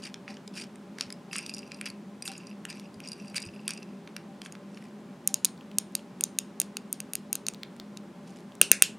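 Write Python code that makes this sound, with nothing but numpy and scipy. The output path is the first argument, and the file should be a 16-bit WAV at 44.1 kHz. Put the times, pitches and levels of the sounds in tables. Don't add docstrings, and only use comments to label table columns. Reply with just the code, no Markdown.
import sys
import numpy as np
from scipy import signal
from scipy.io import wavfile
from scipy.ndimage import uniform_filter1d

SR = 44100
rng = np.random.default_rng(int(sys.argv[2]) if len(sys.argv) > 2 else 0)


def transcribe(signal):
    frames = np.atleast_2d(signal).T
    limited = np.clip(frames, -1, 1)
    pcm = np.round(limited * 32767).astype(np.int16)
    wavfile.write(sys.argv[1], SR, pcm)


def invert_db(x):
    u = np.asarray(x, float) / 20
    return 10 ** u


N = 396018

# f/Hz, level in its band/dB, t60/s
PARTS_MODES = [(1630, -11, .025), (2500, 1, .03), (2750, -4, .028), (4870, 0, .055), (5690, -4, .025),
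               (6800, -1, .014), (7900, -6, .014), (8750, 0, .035), (9350, -3, .02), (11200, -9, .02)]
PARTS_EDGES_HZ = (1200, 3500, 6300, 11300)
# t/s, upper-mode level/dB, favoured f/Hz, low and middle bands under that level/dB
SNAP_EVENTS = [(5.2748, -6, 7740, -35.5, -37), (5.3419, -5.5, 6620, -36, -30),
               (5.4468, -3.5, 7600, -33.5, -29.5), (5.4521, -12, 7950, -34, -17),
               (5.7844, -6.5, 7730, -32.5, -24.5), (5.9519, -9.5, 8140, -29.5, -21),
               (6.2087, -14.5, 9000, -25.5, -30), (6.2378, -7, 6800, -39.5, -28.5),
               (6.387, -7.5, 6970, -28, -24.5), (6.6002, -6.5, 8000, -39.5, -29.5),
               (6.6156, -14.5, 7340, -25.5, -31), (6.769, -20, 6860, -16.5, -17),
               (6.9275, -10.5, 10400, -41, -39), (7.003, -21, 7700, -20.5, -24),
               (7.1344, -18.5, 8350, -26, -24.5), (7.1535, -12.5, 8430, -27.5, -27.5),
               (7.3289, -9, 8100, -30.5, -32.5), (7.354, -14, 7480, -28.5, -26),
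               (7.4662, -19, 6030, -26, -17), (7.4843, -11, 7300, -24.5, -26.5),
               (7.972, -31.5, 6000, -20.5, -14), (8.6142, 9.5, 9300, -22, -34.5),
               (8.7154, 9, 8400, -20.5, -33.5), (8.8222, 11, 8940, -23.5, -39.5)]
# start t/s, end t/s
DANGLES_S = (1.3, 4.0)
GRIPPED_S = .015


def evened(x):
    return x / np.sqrt(np.mean(x ** 2) + 1e-20)


def read(points, hz):
    f, value = np.transpose(points)
    return np.interp(np.log(hz + 1), np.log(f + 1), value)


def add(mix, start_s, sound):
    part = mix[round(start_s * SR):][:len(sound)]
    part += sound[:len(part)]


def rings(modes, edges_hz, spread_db, detune, crack_db, crack_s, held_s):
    hz, db, t60 = np.transpose(modes)[..., None]
    t = np.arange(2048) / SR
    bands = len(edges_hz) - 1
    chance = rng.standard_normal((len(hz), 3))
    polarity_turns = .5 * (chance[:, 2:] > 0)
    turns = hz * (1 + detune * chance[:, :1]) * t + polarity_turns
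    tones = invert_db(db + spread_db * chance[:, 1:2] - 60 * t / t60) * np.sin(2 * np.pi * turns)
    crack_level_db = crack_db + spread_db * rng.standard_normal() - 60 * t / crack_s
    crack = invert_db(crack_level_db) * rng.standard_normal((bands, len(t)))
    shape = np.minimum(t / 0.0001, 1) * np.clip(1 - t / held_s, 0, 1) ** 4.87
    group = np.searchsorted(edges_hz, hz[:, 0])
    out = []
    for k in range(bands):
        band = signal.butter(3, edges_hz[k:k + 2], "bandpass", fs=SR, output="sos")
        out.append(signal.sosfilt(band, shape * (tones[group == k + 1].sum(0) + crack[k])))
    return np.array(out)


def blows(events, crack_db, fall_db, dryness=0, **body):
    out, edges = np.zeros(N), np.array(body["edges_hz"])
    centres = edges[1:-1] ** .7 * edges[2:] ** .3
    for s, peak_db, hz, *under_db in events:
        lower = len(under_db)
        dry_db = dryness * np.clip(under_db[0] + 10, -15, 5)
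        parts = rings(crack_db=crack_db + dry_db, **body)
        parts /= np.sqrt((parts[:, :300] ** 2).mean(1, keepdims=True))
        below_db = fall_db[0] * np.maximum(np.log2(hz / centres), 0)
        above_db = fall_db[1] * np.maximum(np.log2(centres / hz), 0)
        upper = invert_db(below_db + above_db)[lower - 1:] @ parts[lower:]
        low = invert_db(np.array(under_db)) @ parts[:lower]
        add(out, s, invert_db(peak_db) * (upper / abs(upper).max() + low))
    return out


def taps():
    # t/s, upper-mode level/dB, favoured f/Hz, low band under that level/dB
    knocks = [(0.142, -29, 4420, -14), (0.279, -45, 3500, 4.5), (0.342, -41, 4970, -19),
              (0.4768, -33.5, 4470, -23), (0.757, -41.5, 7500, -15), (0.985, -30, 3960, -12),
              (1.0093, -13, 3950, -24.5), (1.103, -32.5, 4500, -14), (1.1247, -26, 5150, -26),
              (1.3305, -24.5, 4870, -13.5), (1.3572, -32.5, 3800, -2.5), (1.3628, -22, 8720, -21),
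              (1.383, -21, 9260, -21.5), (1.3888, -27, 4890, -11), (1.408, -40, 7500, -24),
              (1.428, -37, 4870, -30), (1.4627, -27, 4860, -22), (1.4774, -42, 8700, -29),
              (1.4945, -25.5, 4340, -21), (1.501, -40, 7500, -32), (1.5383, -25, 4630, -35.5),
              (1.546, -28, 4900, -41.5), (1.5662, -33, 4830, -37), (1.582, -31, 4750, -35),
              (1.59, -31, 4500, -36), (1.718, -30, 4140, -12), (1.7446, -34, 4450, -30),
              (1.812, -25.5, 8560, -10.5), (1.8569, -30.5, 6700, -13), (1.901, -30, 4630, -20),
              (2.223, -25, 5300, -21.5), (2.2772, -21, 4790, -20.5), (2.317, -30.5, 5070, -18),
              (2.379, -30, 9190, -38), (2.4695, -36, 4330, -27.5), (2.6518, -25.5, 9110, -12.5),
              (2.701, -30, 4740, -21), (2.727, -34.5, 3880, -20.5), (2.797, -35.5, 4830, -18),
              (2.942, -43.5, 4730, -23), (3.0025, -34.5, 6050, -11), (3.0747, -29.5, 4870, -26),
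              (3.0865, -26.5, 5230, -33), (3.1176, -26.5, 4700, -29), (3.131, -29, 4570, -23),
              (3.2565, -49, 6500, -20), (3.2803, -37, 4600, -32.5), (3.299, -40, 4900, -24.5),
              (3.3449, -34.5, 6930, -8.5), (3.37, -31, 7310, -19.5), (3.38, -19.5, 4200, -15.5),
              (3.4014, -34, 8600, -25), (3.4193, -28.5, 4870, -33), (3.425, -29, 4870, -30),
              (3.452, -36, 8790, -24), (3.4626, -37, 4700, -24.5), (3.472, -39, 4800, -31),
              (3.679, -14.5, 6560, -19), (3.691, -25, 6800, -18), (3.7061, -19.5, 5170, -21),
              (3.735, -30, 5600, -31), (3.775, -33, 4870, -28.5), (3.8285, -37, 3880, -21),
              (4.075, -44, 3650, -3), (4.1649, -25, 4970, -14), (4.4172, -30.5, 4630, -12.5),
              (4.4603, -40.5, 7100, -2), (4.523, -33.5, 8700, -21.5), (4.552, -43.5, 4100, -4.5),
              (4.773, -43.5, 4320, -5.5)]
    deep_db = -20.5
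    free = [row for row in knocks if DANGLES_S[0] < row[0] < DANGLES_S[1] and row[3] < deep_db]
    held = [row for row in knocks if row not in free]
    body = dict(fall_db=(-12, -11), spread_db=5, dryness=.7, crack_s=.014,
                modes=PARTS_MODES, edges_hz=PARTS_EDGES_HZ)
    ringing = blows(free, detune=.008, crack_db=11, held_s=.04, **body)
    return ringing + blows(held, detune=.08, crack_db=17, held_s=GRIPPED_S, **body)


def snaps():
    # f/Hz, level in its band/dB
    shell = [(500, -5), (1520, 0), (2690, 13), (3130, 0), (3850, -7), (4550, -6), (5870, 11), (6550, 18),
             (7200, 11), (8850, 1), (9700, -3), (12100, -9)]
    shell_edges_hz = (280, 3400, 5500, 7500, 14000)
    modes = [(hz, db, .016) for hz, db in shell]
    crack_db = np.array([[-15], [-1], [8], [-3]])
    return blows(SNAP_EVENTS, crack_db, fall_db=(-17, -9), modes=modes, edges_hz=shell_edges_hz,
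                 spread_db=2, detune=.004, crack_s=0.024, held_s=0.0094)


def slips(per_s, spread_db, detune, crack_db, middle_db, held_s):
    body, treble = np.zeros((2, N))
    for kind in range(10):
        hits = invert_db(4.5 * np.minimum(rng.exponential(1, N), 3)) * (rng.random(N) < per_s / 10 / SR)
        clumps_db = 3.5 * np.interp(np.arange(N), np.arange(0, N, 700), rng.standard_normal(N // 700 + 1))
        hits *= invert_db(clumps_db)
        low, middle, high = rings(PARTS_MODES, PARTS_EDGES_HZ, spread_db, detune, crack_db, .014, held_s)
        body += signal.oaconvolve(hits, low + invert_db(middle_db) * middle)[:N]
        treble += signal.oaconvolve(hits, high)[:N]
    return evened(body), evened(treble)


def scrapes():
    # centre t/s, half length/s, body level/dB, treble level/dB, rattle length/s
    strokes = [(0.053, 0.019, -40, -49.5, 0.039), (0.287, 0.004, -44, -75, 0.11),
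               (0.596, 0.029, -41, -48, 0.055), (1.023, 0.027, -48.5, -59, 0.044),
               (1.357, 0.019, -39.5, -48, 0.52), (1.866, 0.0053, -30, -47, 0.072),
               (2.269, 0.012, -43, -37.5, 0.28), (2.704, 0.0084, -43, -52, 0.19),
               (3.054, 0.019, -49, -67, 0.95), (3.368, 0.0076, -32.5, -36.5, 0.14),
               (3.706, 0.018, -44, -65, 0.12), (4.458, 0.012, -50.5, -51, 0.026),
               (4.794, 0.058, -60, -64.5, .02), (8.331, 0.06, -60.5, -65.5, 0.018)]
    start_db, most_db = -3.5, -47.5
    treble_db, fade_db = -13.5, -15
    t = np.arange(N) / SR
    power = np.zeros((2, N))
    for s, half, body_db, stroke_treble_db, length in strokes:
        stroke = invert_db(np.array([[body_db], [stroke_treble_db]])) ** 2
        power += stroke * np.exp(-((t - s) / half) ** 2)
        done = (t - s) / length
        rattle = invert_db(min(body_db + start_db, most_db) + fade_db * np.clip(done, 0, 1))
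        rattle *= (done > 0) * np.clip((1 - done) * length / 0.026, 0, 1)
        power += (invert_db(np.array([[0], [treble_db]])) * rattle) ** 2
    firm = power[0] / (power[0] + invert_db(-47.5) ** 2)
    rub = slips(per_s=1200, spread_db=6, detune=.03, crack_db=1, middle_db=2, held_s=.03)
    loose = slips(per_s=320, spread_db=9, detune=.025, crack_db=4, middle_db=-5, held_s=.04)
    gripped = slips(per_s=350, spread_db=8, detune=.08, crack_db=6, middle_db=0, held_s=GRIPPED_S)
    ticking = np.where((t > DANGLES_S[0]) & (t < DANGLES_S[1]), loose, gripped)
    return (np.sqrt(power * firm) * rub + np.sqrt(power * (1 - firm)) * ticking).sum(0)


def ticks():
    # t/s, level/dB, f/Hz
    tick_rows = [(5.488, -38, 3220), (5.577, -41.5, 3760), (5.61, -38, 2780), (5.715, -37, 2630),
                 (5.923, -45.5, 7360), (5.993, -37, 2840), (7.537, -30.5, 6630), (7.546, -29.5, 3870),
                 (7.633, -21, 3560), (7.765, -40.5, 7500), (7.799, -23.5, 3700), (8.521, -40.5, 2800),
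                 (8.553, -33.5, 8000)]
    cycles_t60, pair_ratio = 24, 1.13
    click_db, click_t60_s = -3.5, 0.0061
    out, t = np.zeros(N), np.arange(1500) / SR
    for s, level_db, hz in tick_rows:
        noise = uniform_filter1d(rng.standard_normal(len(t)), size=4)
        click = invert_db(click_db - 60 * t / click_t60_s) * noise
        pair = np.sin(2 * np.pi * hz * np.outer([1, pair_ratio], t)).mean(0)
        ring = invert_db(-60 * t * hz / cycles_t60) * pair
        add(out, s, invert_db(level_db) * np.minimum(t / 0.000087, 1) * (ring + click))
    return out


def cracks():
    out = np.zeros(N)
    for s, peak_db, *_ in SNAP_EVENTS:
        add(out, s, invert_db(peak_db + 9.5) * np.ones(1))
    return signal.sosfilt(signal.butter(2, (3800, 12500), "bandpass", fs=SR, output="sos"), out)


def room(x):
    # f/Hz, t60/s, relative level/dB
    decay = [(494, 0.29, 6.5), (4500, 0.19, -0.5), (9000, 0.23, -8), (13130, 0.13, -13.5)]
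    # t/s, level/dB
    cupboard = [(0.0158, -17)]
    room_db, side_db = -16, -15.5
    length = SR // 2
    echoes = np.zeros((2, length))
    at = np.arange(100, length - 20, 20) + rng.integers(0, 20, (2, (length - 101) // 20))
    np.put_along_axis(echoes, at, rng.choice([-1., 1.], at.shape), 1)
    echoes *= np.clip((np.arange(length) / SR / .009) ** 2, 0, 1)
    hz, t, z = signal.stft(echoes, SR, nperseg=128)
    f, t60, colour_db = np.transpose(decay)
    field_db = np.interp(hz, f, colour_db)[:, None] - 60 * t / np.interp(hz, f, t60)[:, None]
    middle, side = signal.istft(z * invert_db(field_db), SR, nperseg=128)[1]
    gain = invert_db(room_db) / np.linalg.norm(middle)
    middle, side = gain * middle, gain * invert_db(side_db) * side
    for s, db in cupboard:
        add(middle, s, invert_db(db) * signal.firwin(15, 5000, fs=SR))
    return signal.fftconvolve(x[None], np.array([middle + side, middle - side]), axes=1)[:, :N]


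def bumps():
    # t/s, level/dB
    thuds = [(1.06, -48), (2.96, -46), (3.462, -37)]
    out, t = np.zeros(N), np.arange(6000) / SR
    thud = invert_db(-60 * t / 0.11) * np.sin(2 * np.pi * (110 - 300 * t) * t) * np.minimum(t / 0.006, 1)
    for s, level_db in thuds:
        add(out, s, invert_db(level_db) * thud)
    return out


def clock():
    tick_db = [-47, -50, -41, -54, -47, -48, -54, -54, -57]
    first_s, case_hz = .305, 785
    out, t = np.zeros(N), np.arange(-2000, 2000) / SR
    tick = np.exp(-abs(t) / 0.014) * np.sin(2 * np.pi * case_hz * t)
    for k, db in enumerate(tick_db):
        add(out, first_s + k + t[0], invert_db(db) * tick)
    return out


def air():
    # f/Hz, relative density/dB
    noise_curve = [(25, -42), (87, -19), (190, 2.5), (230, -1), (584, -13.5), (902, -15), (2000, -24),
                   (9330, -37.5), (15200, -49.5), (16500, -55)]
    # f/Hz, width/Hz, rms level/dB
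    drone = [(174, 29, -58), (201.26, 3.6, -50), (245.6, 16, -58), (349.2, 8.2, -62.5), (403.8, 6, -61),
             (579.5, 13, -62.5), (811, 16, -70), (1035, 15, -69.5)]
    # f/Hz, side re middle/dB; the left channel carries slightly more middle
    width_curve = [(60, 0), (150, -34), (450, -16), (2400, -10.5), (15000, -12.5)]
    noise_rms_db = -49.5
    frames, hz = N // 1024 + 6, np.fft.rfftfreq(4096, 1 / SR)
    power = invert_db(read(noise_curve, hz)) ** 2
    power *= invert_db(noise_rms_db) ** 2 / power.sum()
    for f, width, db in drone:
        bell = 1 / (1 + (2 * (hz - f) / width) ** 2) ** 2
        power = power + invert_db(db) ** 2 * bell / bell.sum()
    a, b, c, d = rng.standard_normal((frames, len(hz), 4)).T
    middle = a + 1j * b
    side = (c + 1j * d) * invert_db(read(width_curve, hz))[:, None]
    z = np.array([1.04 * middle + side, middle - side]) * np.sqrt(power)[:, None]
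    noise = signal.istft(z, nperseg=4096, noverlap=3072)[1][:, :N]
    return np.sqrt(power.sum()) * evened(noise)


def scene():
    handling = taps() + scrapes() + ticks()
    joint = snaps()
    toy = handling + joint
    all_round = handling + invert_db(-7) * joint + cracks()
    side = invert_db(-24.5) * np.roll(toy, 9)
    near = np.array([toy + side, toy - side])
    clock_pan = invert_db(np.array([[1.5], [-1.5]]))
    return near + room(all_round) + bumps() + clock() * clock_pan + air()


def roll_off(x):
    return signal.sosfilt(signal.butter(12, 16790, fs=SR, output="sos"), x)


def record(dry):
    clipped = np.clip(dry, -.85, .85)
    limited = signal.sosfilt(signal.butter(16, 16700, fs=SR, output="sos"), clipped)
    return roll_off(limited)


dry = scene()
out = record(dry)
transcribe(out)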